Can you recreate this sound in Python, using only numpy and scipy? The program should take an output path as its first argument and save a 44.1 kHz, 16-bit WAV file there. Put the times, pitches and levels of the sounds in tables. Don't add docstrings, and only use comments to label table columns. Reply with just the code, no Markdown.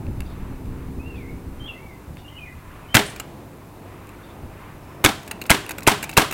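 import sys
import numpy as np
from scipy import signal
from scipy.fft import rfft, irfft
from scipy.io import wavfile
from scipy.ndimage import uniform_filter1d

SR = 44100
rng = np.random.default_rng(int(sys.argv[2]) if len(sys.argv) > 2 else 0)


def unload_wav(signal):
    wavfile.write(
        sys.argv[1],
        SR,
        np.round(np.clip(np.atleast_2d(signal).T, -1, 1) * 32767).astype(np.int16),
    )


def natural_amplitude(level_db):
    exponent = np.asarray(level_db, float) / 20
    return 10 ** exponent


N = 279153

# gas blast in seconds, level in dB, delay of the slide's rear stop in ms, stop level in dB.
SHOTS = [
    (2.950, -4.5, 18.0, 11),
    (5.047, -7, 13.2, 9.5),
    (5.503, -6.5, 10.9, 9),
    (5.874, -5, 8.5, 7.5),
    (6.175, -4.5, 8.1, 3),
]
# frequency in Hz, level in dB, T60 in seconds.
TRIGGER_MODES = [(926, -9, .008), (1670, -9, .008), (2250, -4, .007), (2660, 2, .011), (3900, -3, .005),
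                 (4700, -13, .004), (5600, -14, .003), (7000, -6, .003), (8200, -5, .003),
                 (10300, -6, .002), (11800, -6, .003), (14000, -8, .002)]
GARAGE_MS = 42


def colour(points):
    hz, db = np.transpose(points)
    f = np.maximum(np.fft.rfftfreq(N, 1 / SR), 1)
    gain = natural_amplitude(np.interp(np.log(f), np.log(hz), db, -90, -90))
    x = irfft(rfft(rng.standard_normal(N)) * gain, N)
    return x / x.std()


def walk(rate):
    hold = int(SR / rate)
    steps = np.repeat(rng.standard_normal(N // hold + 1), hold)
    return 0.92 * uniform_filter1d(uniform_filter1d(steps, hold), hold)[:N]


def fade(t, t60):
    return (t >= 0) * 10 ** (-3 * np.maximum(t, 0) / t60)


def ring(modes, rattle_s, treble_db=0., split_hz=4600., rise_s=0.0019, spread=0.028):
    t = np.arange(8192) / SR
    hz, db, t60 = np.transpose(modes)[:, :, None]
    detune = 1 + spread * rng.standard_normal(hz.shape)
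    level = natural_amplitude(db + treble_db * (hz > split_hz))
    body = (level * fade(t, t60) * np.sin(2 * np.pi * hz * detune * t)).sum(0)
    chance = rng.standard_normal(t.size)
    spikes = chance * np.abs(chance) ** 0.48
    contacts = spikes * fade(t, 3 * abs(rattle_s)) * (1 - np.exp(-t / rise_s))
    y = signal.fftconvolve(body, contacts)[:t.size]
    return y / np.abs(y).max()


def add(out, s, x):
    i = int(s * SR)
    out[i:i + len(x)] += x[:N - i]


def pistol():
    # frequency in Hz, level in dB per Hz.
    jet_spectrum = [(180, -1), (300, -8.5), (1780, -14), (2610, -17), (4440, -24), (7950, -21),
                    (13500, -28), (16000, -52)]
    # frequency in Hz, level in dB, T60 in seconds.
    slide_modes = [(320, -17, 0.096), (437, -12, 0.019), (710, -33, 0.0036), (930, 8, 0.017),
                   (1130, -21, 0.0077), (1625, 5.5, 0.018), (2160, 16, 0.0072), (2540, 9, 0.005),
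                   (3300, 13, 0.0069), (5500, -54, .003), (8000, -10, 0.0026), (11200, -10, 0.0025),
                   (13700, -27, .002)]
    # frequency in Hz, level in dB, T60 in seconds.
    garage_modes = [(270, -8, .1), (410, 0, .17), (620, -8, .1), (800, -6, .1)]
    hammer_lead_ms, hammer_db = 5.8, -2
    swell_lead_ms, swell_db = 3.5, -16
    puff_hz, puff_t60_s, puff_db = 114, 0.018, 1
    recoil_hz, recoil_db = 34.7, 1
    slap_db, hollow_db, drive_db = -5, -21, 8

    gas, parts, hollow = np.zeros((3, N))
    t, jet = np.arange(4096) / SR, colour(jet_spectrum)
    recoil = natural_amplitude(recoil_db) * fade(t, 0.022) * np.sin(2 * np.pi * recoil_hz * t)
    crack = natural_amplitude(-8.5) * (fade(t, 0.054) + natural_amplitude(16) * fade(t, 0.017))
    for s, db, stop_ms, stop_db in SHOTS:
        swing = fade(t, puff_t60_s + 1.19 * stop_ms / 1e3) * np.sin(2 * np.pi * puff_hz * t + 2.3)
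        jet_burst = crack * jet[int(s * SR):][:t.size]
        add(gas, s, natural_amplitude(db) * (natural_amplitude(puff_db) * swing - recoil + jet_burst))

        hammer_s, strike_db = s - hammer_lead_ms / 1e3, db + hammer_db
        swell = ring(TRIGGER_MODES, 0.021, rise_s=0.0079)
        add(parts, hammer_s - swell_lead_ms / 1e3, natural_amplitude(strike_db + swell_db) * swell)
        add(parts, hammer_s, natural_amplitude(strike_db) * ring(TRIGGER_MODES, 0.0028, rise_s=0.002))
        add(parts, s, natural_amplitude(db - 5.0) * ring(slide_modes, 0.0015))
        add(parts, s + stop_ms / 1e3, natural_amplitude(db + stop_db) * ring(slide_modes, 0.0022, -33.0))

        slap_ms = 28.5 if s == SHOTS[0][0] else 21.4
        add(hollow, s + slap_ms / 1e3, natural_amplitude(db + slap_db) * ring(slide_modes, 0.0006, rise_s=0.0002))
        boom = ring(garage_modes, 0.0015, rise_s=0.0044, spread=0.022)
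        add(hollow, s + GARAGE_MS / 1e3, natural_amplitude(db + hollow_db) * boom)
    return natural_amplitude(drive_db) * np.array([gas, parts, hollow])


def muzzle():
    out = np.zeros(N)
    for s, db, *_ in SHOTS:
        add(out, s, natural_amplitude(db) * np.array([1., .5]))
    return out


def yard(x):
    # centre frequency in Hz, T60 in seconds, level in dB.
    yard_bands = [(164, 0.87, -6.5), (371, 0.22, 8.5), (1050, 0.25, 5), (2410, 0.32, -1.5),
                  (6060, 0.3, -10.5), (11800, 0.17, -7.5)]
    yard_db, first_wall_ms, garage_db = 17.5, 6.6, 0.5
    late_db, late_slower = -20, 3.24
    t, echo = np.arange(SR // 2) / SR, 0
    build_up = 1 - np.exp(-(t * 1e3 / first_wall_ms) ** 2)
    for hz, t60, db in yard_bands:
        edges = [hz / 1.534, min(hz * 1.535, 18000)]
        band = signal.butter(2, edges, "bandpass", fs=SR, output="sos")
        walls = (fade(t, t60) + natural_amplitude(late_db) * fade(t, late_slower * t60)) * build_up
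        garage = natural_amplitude(garage_db) * fade(t - GARAGE_MS / 1e3, 0.15 * t60) * fade(GARAGE_MS / 1e3, t60)
        echo = echo + natural_amplitude(db) * (walls + garage) * signal.sosfilt(band, rng.standard_normal(t.size))
    return natural_amplitude(yard_db) * signal.fftconvolve(x, echo / np.sqrt(np.sum(echo ** 2)))[:N]


def trigger_clicks():
    # time in seconds, peak in dB, treble in dB.
    handling = [(0.0677, -39, -34), (0.2064, -29, -16), (0.221, -42, -23), (0.6583, -47, -19),
                (2.171, -36, -32), (4.0714, -42, -11), (4.0926, -39, -15), (5.233, -40, 0),
                (5.266, -42, -7), (5.665, -30, -17), (5.7007, -31, -15), (5.7184, -28.5, 10)]
    # first click in seconds, its dB, second click in ms later, its dB.
    releases = [
        (3.162, -31, 37.4, -23),
        (5.2783, -29.5, 34.4, -19.5),
        (5.693, -22, 16.5, -21.5),
        (6.0286, -19, 11.5, -20),
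        (6.3125, -21, 12.5, -19),
    ]
    # take-up in seconds, level in dB, travel to the sear in ms.
    pulls = [
        (5.4161, -21.5, 40),
        (5.783, -20.5, 40.5),
        (6.094, -20, 35.4),
    ]
    # share of the travel, dB relative to the take-up, treble in dB, rattle in ms.
    pull_steps = [
        (0., -3.5, -17, 13),
        (0.591, -13, -9, 3.8),
        (1., -11.5, -32, 6),
        (1.21, -11.5, 11, 10),
    ]
    release_treble_db, release_ms, handling_ms = -15, 9, 3.4
    rows = [(s, db, treble_db, handling_ms) for s, db, treble_db in handling]
    for s, db, gap_ms, second_db in releases:
        rows.append((s, db, release_treble_db, release_ms))
        rows.append((s + gap_ms / 1e3, second_db, release_treble_db, release_ms))
    for s, db, travel_ms in pulls:
        for share, under_db, treble_db, rattle_ms in pull_steps:
            rows.append((s + share * travel_ms / 1e3, db + under_db, treble_db, rattle_ms))
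    return rows


def ticks():
    # frequency in Hz, level in dB, T60 in seconds.
    spring_modes = [(6900, 0, 0.0029), (8200, 5, 0.0099), (9760, 4, 0.015), (11900, -17, .002),
                    (14500, -11, .002)]
    # start in seconds, peak in dB, length in ms.
    shivers = [
        (3.059, -30, 60),
        (3.095, -35, 40),
    ]
    # frequency in Hz, level in dB, T60 in seconds.
    cloth_modes = [(2600, -37, 0.0032), (3580, 20, 0.012), (4430, 11, 0.019)]
    # start in seconds, peak in dB, length in ms.
    rustles = [
        (.25, -46, 63),
        (.29, -49, 80),
        (1.15, -48, 74),
        (2.175, -46, 42),
        (4.23, -49, 69),
        (4.29, -49, 50),
    ]
    spread = 0.035
    out = np.zeros(N)
    for s, db, treble_db, rattle_ms in trigger_clicks():
        click = ring(TRIGGER_MODES, rattle_ms / 1e3, treble_db + 20.5, rise_s=0.00096, spread=spread)
        add(out, s - .0015, natural_amplitude(db + 6) * click)
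    for s, db, length_ms in shivers:
        add(out, s, natural_amplitude(db) * ring(spring_modes, length_ms / 1e3, spread=spread))
    for s, db, length_ms in rustles:
        add(out, s, natural_amplitude(db) * ring(cloth_modes, length_ms / 1e3, rise_s=0.014))
    return out


def notes():
    # start and length in seconds, edge and top in Hz, level in dB.
    arches = [
        (.985, .19, 2500, 2770, -47.5),
        (1.735, .21, 2010, 2290, -48.5),
        (2.31, .055, 2020, 2140, -55),
    ]
    # start and length in seconds, first and last pitch in Hz, level in dB.
    slurs = [(1.155, .095, 2580, 1980, -48), (1.245, .06, 2020, 2290, -47), (1.295, .075, 2240, 2260, -56),
             (1.595, .065, 3080, 3220, -47), (1.65, .032, 3200, 3420, -40), (2.17, .07, 2860, 2880, -64),
             (2.245, .035, 2780, 2880, -48), (2.3, .06, 2950, 2900, -57), (2.352, .036, 2850, 3060, -44),
             (2.49, .03, 2100, 2040, -51), (2.83, .065, 2650, 2100, -57), (2.885, .06, 2990, 3170, -44),
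             (4.81, .23, 5380, 5170, -70)]
    # start and length in seconds, first and held Hz, level in dB.
    drops = [
        (1.675, 0.046, 3180, 2670, -36.5),
        (2.281, 0.01, 3070, 3000, -43.5),
        (2.379, 0.091, 2760, 2440, -39.5),
        (2.455, 0.029, 2420, 1950, -43),
    ]
    drop_s = 0.008

    def share(length):
        return np.linspace(0, 1, int(length * SR))

    rows = [(s, a + (b - a) * np.sin(np.pi * share(n)) ** 1.4, db) for s, n, a, b, db in arches]
    rows += [(s, a + (b - a) * share(n), db) for s, n, a, b, db in slurs]
    rows += [(s, b + (a - b) * np.exp(-share(n) * n / drop_s), db) for s, n, a, b, db in drops]
    return rows


def bird():
    out, tremble = np.zeros(N), 1 + 0.012 * walk(160)
    for s, hz, db in notes():
        whistle = np.sin(2 * np.pi * np.cumsum(hz * tremble[int(s * SR):][:hz.size]) / SR)
        add(out, s, np.sqrt(2) * natural_amplitude(db) * whistle * signal.windows.tukey(hz.size, 0.16))
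    out = out * natural_amplitude(1.5 * walk(80))
    t = np.arange(SR // 2) / SR
    near_and_far = fade(t - .004, 0.13) + natural_amplitude(-11) * fade(t - .004, 0.5)
    trees = rng.standard_normal(t.size) * near_and_far
    smear = signal.fftconvolve(out, trees / np.sqrt(np.sum(trees ** 2)))[:N]
    return natural_amplitude(-4) * out + natural_amplitude(-2) * smear


def engines(t):
    # time in seconds, firing rate in Hz, level in dB.
    drone_course = [
        (0.0, 65.2, -49.5),
        (0.4, 65.37, -52.5),
        (0.66, 64.8, -45),
        (1.22, 66.18, -44.5),
        (1.6, 66.66, -49.5),
        (1.75, 65.8, -61),
        (2.2, 62.5, -59.5),
    ]
    # multiple of the firing rate, level in dB.
    drone_orders = [(1, 0), (2, -10), (3, -6), (4, 1), (5, -4), (6, -6), (7, -9), (8, -17.5), (9, -25)]
    # frequency in Hz, level in dB.
    hum_lines = [(49.5, -60), (99, -51), (148, -55), (250, -59), (298, -57), (350, -61.5), (400, -74)]
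    s, hz, db = np.transpose(drone_course)
    turn = 2 * np.pi * np.cumsum(np.interp(t, s, hz) * (1 + 0.0041 * walk(4.5))) / SR
    drone, hum = 0, 0
    for k, order_db in drone_orders:
        brighten_db = 2.5 * (k - 5) * np.clip(t - 1.1, -1, 1)
        drone = drone + natural_amplitude(order_db + brighten_db + 1.3 * walk(2.1)) * np.sin(k * turn + k * k)
    for line_hz, line_db in hum_lines:
        hum = hum + natural_amplitude(line_db + 1.4 * walk(3.05)) * np.sin(2 * np.pi * line_hz * t)
    return np.sqrt(2) * (natural_amplitude(np.interp(t, s, db, right=-90)) * drone + hum)


def air(t):
    # frequency in Hz, level in dB per Hz.
    wind_spectrum = [(15, 13), (30, -0.5), (70, 5), (140, -2.5), (220, -8), (400, -18), (1000, -41)]
    traffic_spectrum = [(24, -11), (40, 6), (296, 1), (389, 0.5), (460, -3), (923, -5), (1500, -37),
                        (2100, -52)]
    tyre_spectrum = [(500, -47), (1000, 8), (1600, 0.5), (2600, -3), (3500, -13), (5000, -28.5)]
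    # time in seconds, level in dB.
    wind_force = [(0, -26.5), (1.2, -30), (1.45, -29.5), (1.75, -37.5), (2.3, -39), (2.9, -40), (3.5, -51),
                  (4.2, -49), (4.6, -37.5), (5.2, -56), (6.33, -48)]
    road_load = [(0, -40), (1.65, -41.5), (2.15, -44), (2.9, -41), (3.5, -41), (4.05, -37.5), (5.0, -38.5),
                 (6.33, -37)]
    # time in seconds, dB above the breeze.
    buffets = [(.088, 7.5), (.197, 6.5), (.52, 6.5), (.685, 7.5), (.78, 0), (.98, 9), (1.18, 8),
               (1.33, 3.5), (1.62, 7), (2.1, 9.5), (4.45, 13), (5.63, 6)]
    buffet_s = 0.021
    car_s, car_width_s, car_db = 2.8, 0.4, 4.5

    lumps_db = 3 * walk(13) + 1.7 * walk(24.6)
    lumps_db = lumps_db + sum(db * np.exp(-((t - s) / buffet_s) ** 2) for s, db in buffets)
    wind = natural_amplitude(np.interp(t, *np.transpose(wind_force)) - 4.5 + lumps_db) * colour(wind_spectrum)
    load_db = np.interp(t, *np.transpose(road_load))
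    traffic = natural_amplitude(load_db - 3.5 + 2.0 * walk(6.29)) * colour(traffic_spectrum)
    tyre_db = -51.5 + (load_db + 40.5) + car_db * np.exp(-((t - car_s) / car_width_s) ** 2)
    tyres = natural_amplitude(tyre_db + 2.1 * walk(9.9)) * colour(tyre_spectrum)
    return wind + traffic + tyres


def scene():
    t = np.arange(N) / SR
    gas, parts, hollow = pistol()
    clicks = ticks()
    into_yard = muzzle() + natural_amplitude(-50) * gas + natural_amplitude(-54) * parts + natural_amplitude(-36) * clicks
    echoes = yard(into_yard) + hollow
    return np.tile(gas + parts + clicks + echoes + bird() + engines(t) + air(t), (2, 1))


def top_cut(x):
    return signal.sosfilt(signal.butter(12, 16500, fs=SR, output="sos"), x)


def record(dry):
    # frequency in Hz, level in dB per Hz.
    hiss_spectrum = [(1470, -6), (2500, -30), (3060, -50), (3460, 3), (5310, -1), (15200, 0.5), (16000, -1)]
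    ceiling, hiss_db, uneven_db = 0.61, -58.5, -35
    drive = dry / ceiling
    flat = ceiling * np.tanh(drive ** 3 / 3 + drive) + natural_amplitude(hiss_db) * colour(hiss_spectrum)
    treble = signal.butter(2, 1500, "highpass", fs=SR, output="sos")
    trace = signal.sosfilt(treble, flat[0] * rng.standard_normal(N))
    flat = flat + natural_amplitude(uneven_db) * trace * np.array([[1], [-1]])
    flat = signal.sosfilt(signal.butter(1, 22, "highpass", fs=SR, output="sos"), flat)
    flat = signal.sosfilt(signal.ellip(6, .3, 30, 15900, fs=SR, output="sos"), flat)
    return top_cut(flat)


dry = scene()
out = record(dry)
unload_wav(out)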